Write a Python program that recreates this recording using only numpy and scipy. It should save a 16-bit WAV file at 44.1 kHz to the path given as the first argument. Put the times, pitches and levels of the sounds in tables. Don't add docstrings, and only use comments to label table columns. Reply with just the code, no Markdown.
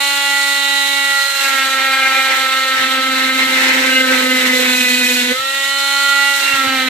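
import sys
import numpy as np
from scipy import signal
from scipy.fft import rfft, irfft, next_fast_len
from scipy.io import wavfile
from scipy.ndimage import uniform_filter1d, minimum_filter1d

SR = 44100
rng = np.random.default_rng(int(sys.argv[2]) if len(sys.argv) > 2 else 0)


def dump_mix(stems):
    frames = np.atleast_2d(stems).T
    limited = np.clip(frames, -1, 1)
    pcm = np.round(limited * 32767).astype(np.int16)
    wavfile.write(sys.argv[1], SR, pcm)


N = 303849
T = np.arange(N) / SR

# (time [s], stroke rate [Hz])
STROKE_RATE = [(0, 281.1), (1.0, 278.8), (1.35, 276.6), (1.68, 267.7), (2.15, 266.3), (2.6, 264),
               (3.1, 262.7), (3.55, 261.4), (3.9, 260.9), (4.4, 255.3), (4.85, 250.8), (5.3, 247.5),
               (5.42, 267.2), (5.55, 274), (5.95, 278.4), (6.3, 279.8), (6.52, 274), (6.89, 256.6)]
# (multiple of the stroke rate, relative level [dB])
WHINE_PARTIALS = [(3, -2), (4, -9.5), (6, -14), (7, 6.5), (8, -2), (9, -5.5), (10, 0), (11, -5), (12, -9),
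                  (13, -6.5), (14, -2), (15, -5), (16, -15), (19, -30), (21, -24), (25, -12), (26, -13.5),
                  (27, -14), (28, -30), (29, -13), (31, -13.5), (33, -15), (35, -15), (37, -18.5)]
# (time [s], level [dB])
RING_LEVEL = [(0, -27.5), (.35, -23.5), (.9, -26), (1.2, -19.5), (1.32, -25.5), (1.5, -21), (2.6, -19),
              (3.45, -23.5), (3.75, -28.5), (4.15, -23.5), (5.29, -45), (5.38, -21), (5.62, -27.5),
              (6.12, -15), (6.42, -22.5), (6.6, -16.5), (6.89, -28.5)]
# (time [s], level [dB])
THRUM_LEVEL = [(0, -42.5), (1.0, -39), (1.3, -56), (1.55, -38), (2.7, -40), (2.88, -30.5), (3.45, -27),
               (4.1, -23), (5.32, -24.5), (5.35, -48.5), (6.2, -41), (6.42, -43), (6.68, -27.5),
               (6.89, -28.5)]
# (time [s], level [dB])
HISS_LEVEL = [(0, -26), (1.2, -27), (1.36, -23.5), (1.8, -29), (2.35, -28), (3.0, -31), (3.6, -26.5),
              (4.2, -26.5), (5.12, -21.5), (5.38, -30.5), (5.55, -28), (6.4, -25), (6.89, -31.5)]
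# (time [s], level [dB])
BUMP_HITS = [(1.785, -45), (2.404, -42), (2.553, -50), (2.788, -36), (3.459, -39), (3.727, -44),
             (3.832, -42), (5.315, -41), (5.389, -37), (6.531, -30), (6.667, -29), (6.777, -41)]
# (frequency [Hz], relative level [dB])
FAN_SPECTRUM = [(100, -62), (200, -38), (330, -11), (470, -30), (680, -36), (900, -7), (1200, -18),
                (1400, -6), (2100, -3), (2450, -7), (3100, 0), (4100, 1), (4900, -14), (14000, -30)]
CHATTER_SPECTRUM = [(530, -24), (800, -10), (1100, -11.5), (1550, -0.5), (2200, -4.5), (3000, -5),
                    (3400, -9), (4100, -7.5), (5000, -16)]
RASP_SPECTRUM = [(40, -46), (130, -39.5), (260, -11), (420, -14.5), (660, -16), (900, -7.5), (1150, -11.5),
                 (1500, -4), (2000, 1), (3000, -6), (4100, -23.5), (5200, -15), (14000, -41)]
HISS_SPECTRUM = [(200, -86), (900, -73), (2500, -17.5), (4200, 3), (5100, -2), (6400, -1), (7900, 2.5),
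                 (8600, -2), (9200, -8.5), (12500, -4), (14500, -9)]
SHELL_SPECTRUM = [(25, -32), (60, -39), (130, 16), (240, -61), (420, 29), (650, 15.5), (1000, 30),
                  (2000, -56)]
# (frequency [Hz], likeness)
STEREO_LIKENESS = [(100, 1.6), (500, 0.7), (1400, -2.2), (2500, 1.24), (4500, -2), (14000, 0.74)]
# (frequency [Hz], left minus right [dB])
STEREO_BALANCE = [(100, -1), (260, -2.5), (600, -3), (1400, -.5), (2500, -1.5), (4200, -5), (6000, -4),
                  (8500, 4.5), (14000, 5)]
# (middle [s], length [s], multiple of the stroke rate, swell level before stutter [dB], left minus right [dB])
SQUEAL_SWELLS = [(0.827, 0.57, 14, -28.5, -25), (1.16, 0.32, 7, -24.5, 0), (1.294, 0.43, 15, -27, -19),
                 (1.43, 0.27, 10, -27.5, -23), (1.967, 0.53, 8, -27, 4), (2.03, 0.41, 6, -28, 10),
                 (2.05, 0.63, 9, -25.5, -3), (2.12, 0.87, 3, -33.5, 23), (3.524, 0.61, 8, -27, 9),
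                 (3.96, .14, 11, -22, -1), (3.957, 0.12, 10, -22, -6), (3.986, 0.12, 8, -16, 6),
                 (4.022, 0.43, 6, -21.5, 2), (4.092, 1.07, 2, -29, -15), (4.356, 0.17, 8, -22, 5),
                 (4.53, .16, 8, -20, 4), (4.597, 0.17, 2, -26.5, -11), (4.815, 0.25, 8, -26, 7),
                 (4.861, 0.57, 10, -23, -2), (4.998, 0.24, 8, -28.5, 6), (5.12, 0.26, 10, -24.5, -3),
                 (5.301, 0.33, 8, -34, 7), (5.31, 0.053, 2, -24, -6), (5.899, 1.06, 11, -31, -8),
                 (5.949, 0.68, 15, -29.5, -9), (6.2, 0.43, 7, -27.5, -23), (6.5, 0.2, 10, -19.5, -8),
                 (6.739, 0.22, 3, -35, -2)]
# (set in [s], lifted out [s])
CUT_TIMES = [(1.14, 5.33), (6.27, 7.0)]
# (running free [dB], change in the slot [dB], further change at full load [dB])
WHINE_LAW = (-15.5, -12.5, -31)
CHATTER_LAW = (-44, 23.5, 2)
RASP_LAW = (-43.5, 15.5, -5)
OCTAVE_LAW = (-37.5, 0.5, 6)
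# (time [s], place)
LEG_PLACE = [(0, 0.95), (.8, -1.04), (1.7, 0.24), (3.7, 0.66), (5.5, 0.7), (6.2, 0), (6.89, -.2)]
# (middle [s], length [s], peak level [dB])
FIBRE_TEARS = [(1.57, 0.32, -31), (1.795, 0.046, -24), (2.11, 0.36, -27), (2.328, 0.17, -21),
               (2.798, 0.19, -24.5), (3.23, 0.2, -25), (3.4, 0.092, -20), (3.694, 0.56, -19.5),
               (4.153, 0.26, -22), (4.446, 0.23, -22.5), (4.65, 0.16, -24), (5.318, 0.094, -34),
               (6.48, 0.28, -26)]

FREE_HZ, FULL_SAG_HZ = 280, 30
SINK_S, CLEAR_S = 0.3, 0.081
BLADE_HZ, BLADE_WANDER_HZ = 2057, 40
FAN_DB = -28.5
DISPERSION = .5
EDGE_HZ = 14600


def amp(db):
    return 10 ** (np.asarray(db) / 20)


def unit(x):
    return x / np.sqrt(np.mean(abs(x) ** 2) + 1e-20)


def curve(rows, axis=1):
    rows = np.array(rows)
    return np.interp(T, rows[:, 0], rows[:, axis])


def read(points, hz):
    f, value = np.transpose(points)
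    return np.interp(np.log(hz + 1), np.log(f + 1), value)


def drift(hz):
    count = 4096
    f = np.fft.rfftfreq(count, T[-1] / count)
    rolloff = np.sqrt(1 + (f / hz) ** 4)
    slow = irfft(rfft(rng.standard_normal(count)) / rolloff)
    return np.interp(T, np.linspace(0, T[-1], count), unit(slow))


def flutter(hz):
    return (drift(hz) + 1j * drift(hz)) / np.sqrt(2)


def arch(middle, length):
    now = abs(T - middle) < length / 2
    out = np.zeros(N)
    out[now] = np.cos(np.pi * (T[now] - middle) / length)
    return out


def colour(x, points, size=4096):
    hz = abs(np.fft.fftfreq(size, 1 / SR))
    log_gain = np.log(amp(read(points, hz)))
    response = np.exp(np.conj(signal.hilbert(log_gain)))
    taps = np.fft.ifft(response).real[:size // 2]
    return unit(signal.oaconvolve(x, taps[None], axes=1)[:, :N])


def resonate(x, hz, width_hz):
    turn = np.exp(2j * np.pi * np.cumsum(hz) / SR)
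    r = np.exp(-np.pi * width_hz / SR)
    smooth = signal.lfilter([1 - r], [1, -r], x / turn)
    return 2 * (turn * smooth).real


def stereo(pair):
    size = next_fast_len(N)
    a, b = rfft(pair, size)
    same = np.clip(read(STEREO_LIKENESS, np.fft.rfftfreq(size, 1 / SR)), 0, 1)
    mid = a * np.sqrt(1 + same)
    side = b * np.sqrt(1 - same)
    return unit(irfft(np.array([mid + side, mid - side]), size)[:, :N])


def noise():
    return stereo(rng.standard_normal((2, N)))


def lean(db):
    pair = amp(np.outer([.5, -.5], db))
    return pair / np.sqrt((pair ** 2).mean(axis=0))


def partial(turns, order, apart):
    phase = 2 * np.pi * (order * turns % 1) - DISPERSION * order ** 2
    left_right = (phase + np.array([[1], [-1]]) * apart).astype(np.float32)
    return np.cos(left_right) + 1j * np.sin(left_right)


def depth():
    total = 0
    for start, end in CUT_TIMES:
        sinking = np.clip((T - start) / SINK_S, 0, 1)
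        clearing = np.clip(1 - (T - end) / CLEAR_S, 0, 1)
        total = total + sinking * clearing
    return total


def load():
    return np.clip((FREE_HZ - curve(STROKE_RATE)) / FULL_SAG_HZ, 0, 1)


def level(law):
    free_db, slot_db, load_db = law
    return amp(free_db + slot_db * depth() + load_db * load())


def blade_hz():
    return BLADE_HZ + BLADE_WANDER_HZ * drift(3.3)


def gripped(x, width_hz, lift):
    return unit(x + lift * resonate(x, blade_hz(), width_hz))


def tearing():
    patches = sum((amp(db) * arch(s, length)) ** 2 for s, length, db in FIBRE_TEARS)
    return np.sqrt(level(RASP_LAW) ** 2 + patches)


def room(x, t60=.3, wet_db=-11):
    t = T[:SR // 2]
    tail = rng.standard_normal((2, len(t))) * amp(-60 * t / t60) * (t > .004)
    tail /= np.linalg.norm(tail, axis=1, keepdims=True)
    return x + amp(wet_db) * signal.oaconvolve(x, tail, axes=1)[:, :N]


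def air(turns, hiss_db=-3.42, gate=0.22, flicker_db=2.0):
    puffs = (1 + gate * np.sin(2 * np.pi * turns)) * amp(flicker_db * drift(76))
    fan = amp(FAN_DB) * colour(noise() * puffs, FAN_SPECTRUM)
    hiss = amp(curve(HISS_LEVEL) + hiss_db) * colour(noise() * puffs, HISS_SPECTRUM)
    return fan + hiss


def bumps(leg_hz=120, t60=0.092, rise=0.0063, level_db=3):
    out = np.zeros(N)
    detunes = rng.uniform(0.92, 1.08, len(BUMP_HITS))
    for (s, db), detune in zip(BUMP_HITS, detunes):
        part = out[round(s * SR):][:SR // 4]
        t = T[:len(part)]
        envelope = amp(db + level_db - 60 * t / t60) * (1 - np.exp(-t / rise))
        part += envelope * np.sin(2 * np.pi * leg_hz * detune * t)
    return out


def thrum(turns, shake=0.26, waver_db=2, rattle_db=3, tear=0.79):
    first = amp(curve(THRUM_LEVEL))
    second = level(OCTAVE_LAW) * amp(waver_db * depth() * drift(13))
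    stroke = np.exp(2j * np.pi * turns)
    unsteady = shake * (0.66 + 0.53 * depth())
    hum = first * stroke * (1 + unsteady * flutter(18))
    hum = hum + second * stroke ** 2 * (1 + unsteady * flutter(23))
    rattle = first * tearing() ** tear * amp(rattle_db) * colour(noise(), SHELL_SPECTRUM)
    return np.sqrt(2) * hum.imag + rattle


def bearing(turns, ratios=(7.215, 11.14), level_db=-37):
    return amp(level_db) * sum(np.sin(2 * np.pi * r * turns + drift(12.0)) for r in ratios)


def squeals(turns, apart=0.76):
    shake, stutter_db = .3, 1.5
    bead_hz, bead = 27, .65
    bind = 0.44 + 0.65 * depth()
    skips = np.sin(2 * np.pi * bead_hz * T + 2 * drift(7.2))
    stutter = (1 + bead * bind * skips) * amp(stutter_db * bind * drift(21))
    spread = apart * curve(LEG_PLACE)
    out = np.zeros((2, N))
    for s, length, order, db, side_db in SQUEAL_SWELLS:
        now = abs(T - s) < length / 2
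        swell = (arch(s, length) * stutter * (1 + shake * bind * flutter(15)))[now]
        tone = (swell * partial(turns[now], order, spread[now])).real
        out[:, now] += amp(db) * lean(side_db) * tone
    return np.sqrt(2) * out


def rasp(turns, gate=0.1):
    grain_db, clump_db = 1.4, 1.1
    sweep = 1 + gate * np.sin(2 * np.pi * turns)
    bursts = sweep * amp(grain_db * drift(210) + clump_db * drift(25))
    fibres = colour(noise() * bursts, RASP_SPECTRUM)
    return gripped(fibres, width_hz=140, lift=0.69) * tearing()


def chatter(turns, width_hz=110, lift=1.07, apart=1.0, brighten_db=9, usual_load=0.71):
    slip, shake, fray, throb_db = .008, .42, .3, 1.5
    place = turns + slip * drift(23)
    speed, grip = curve(STROKE_RATE), blade_hz()
    spread = apart * curve(LEG_PLACE)
    tilt_db = brighten_db * (load() - usual_load)
    out, power = np.zeros((2, N)), np.zeros(N)
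    for order in [3, 4, *range(6, 18)]:
        octaves = np.log2(max(order, 6) / 8)
        body = amp(read(CHATTER_SPECTRUM, order * speed.mean()) + tilt_db * octaves)
        gain = body * (1 + lift / (1 + ((order * speed - grip) / width_hz) ** 2))
        loose = order / 8
        unsteady = 1 + loose * (shake * flutter(12) + fray * flutter(29))
        out += gain * (partial(place, order, spread) * unsteady).real
        power += gain ** 2 * (1 + loose ** 2 * (shake ** 2 + fray ** 2)) / 2
    return out / np.sqrt(power) * level(CHATTER_LAW) * amp(throb_db * drift(29.0))


def ring(turns, level_db=0, shake=0.21, apart=0.8, shin_db=-4, travel_db=9):
    place = curve(LEG_PLACE)
    tone = partial(turns, order=5, apart=apart * place) * (1 + shake * flutter(31))
    return amp(curve(RING_LEVEL) + level_db) * unit(tone.real) * lean(shin_db + travel_db * place)


def whine(turns, right_db=1.1, waver_db=2.42):
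    apart, waver_hz = .45, 2
    out = np.zeros((2, N))
    for order, db in WHINE_PARTIALS:
        swell = amp(db + waver_db * drift(waver_hz))
        out += swell * partial(turns, order, apart * rng.choice([-1, 1])).real
    return unit(out) * level(WHINE_LAW) * amp([[-right_db], [right_db]])


def scene(hunt=0.001463):
    jitter = (0.00026 + hunt * depth()) * drift(11.2)
    turns = np.cumsum(curve(STROKE_RATE) * (1 + jitter)) / SR
    rushing = air(turns) + rasp(turns)
    tones = thrum(turns) + bearing(turns) + squeals(turns) + chatter(turns) + ring(turns) + whine(turns)
    return room(rushing, t60=0.11, wet_db=4.5) + bumps() + tones


def limiter(x):
    ceiling = .93
    needed = ceiling / np.maximum(abs(x).max(axis=0), ceiling)
    return x * uniform_filter1d(minimum_filter1d(needed, size=441), size=441)


def record(dry):
    size = next_fast_len(N)
    lean_db = read(STEREO_BALANCE, np.fft.rfftfreq(size, 1 / SR)) / 2
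    balanced = irfft(rfft(dry, size) * amp([lean_db, -lean_db]), size)[:, :N]
    lowpass = signal.firwin(701, EDGE_HZ, window=("kaiser", 9), fs=SR)
    soft_ends = signal.windows.tukey(N, .002)
    return signal.oaconvolve(limiter(balanced) * soft_ends, lowpass[None], "same", axes=1)


dry = scene()
out = record(dry)
dump_mix(out)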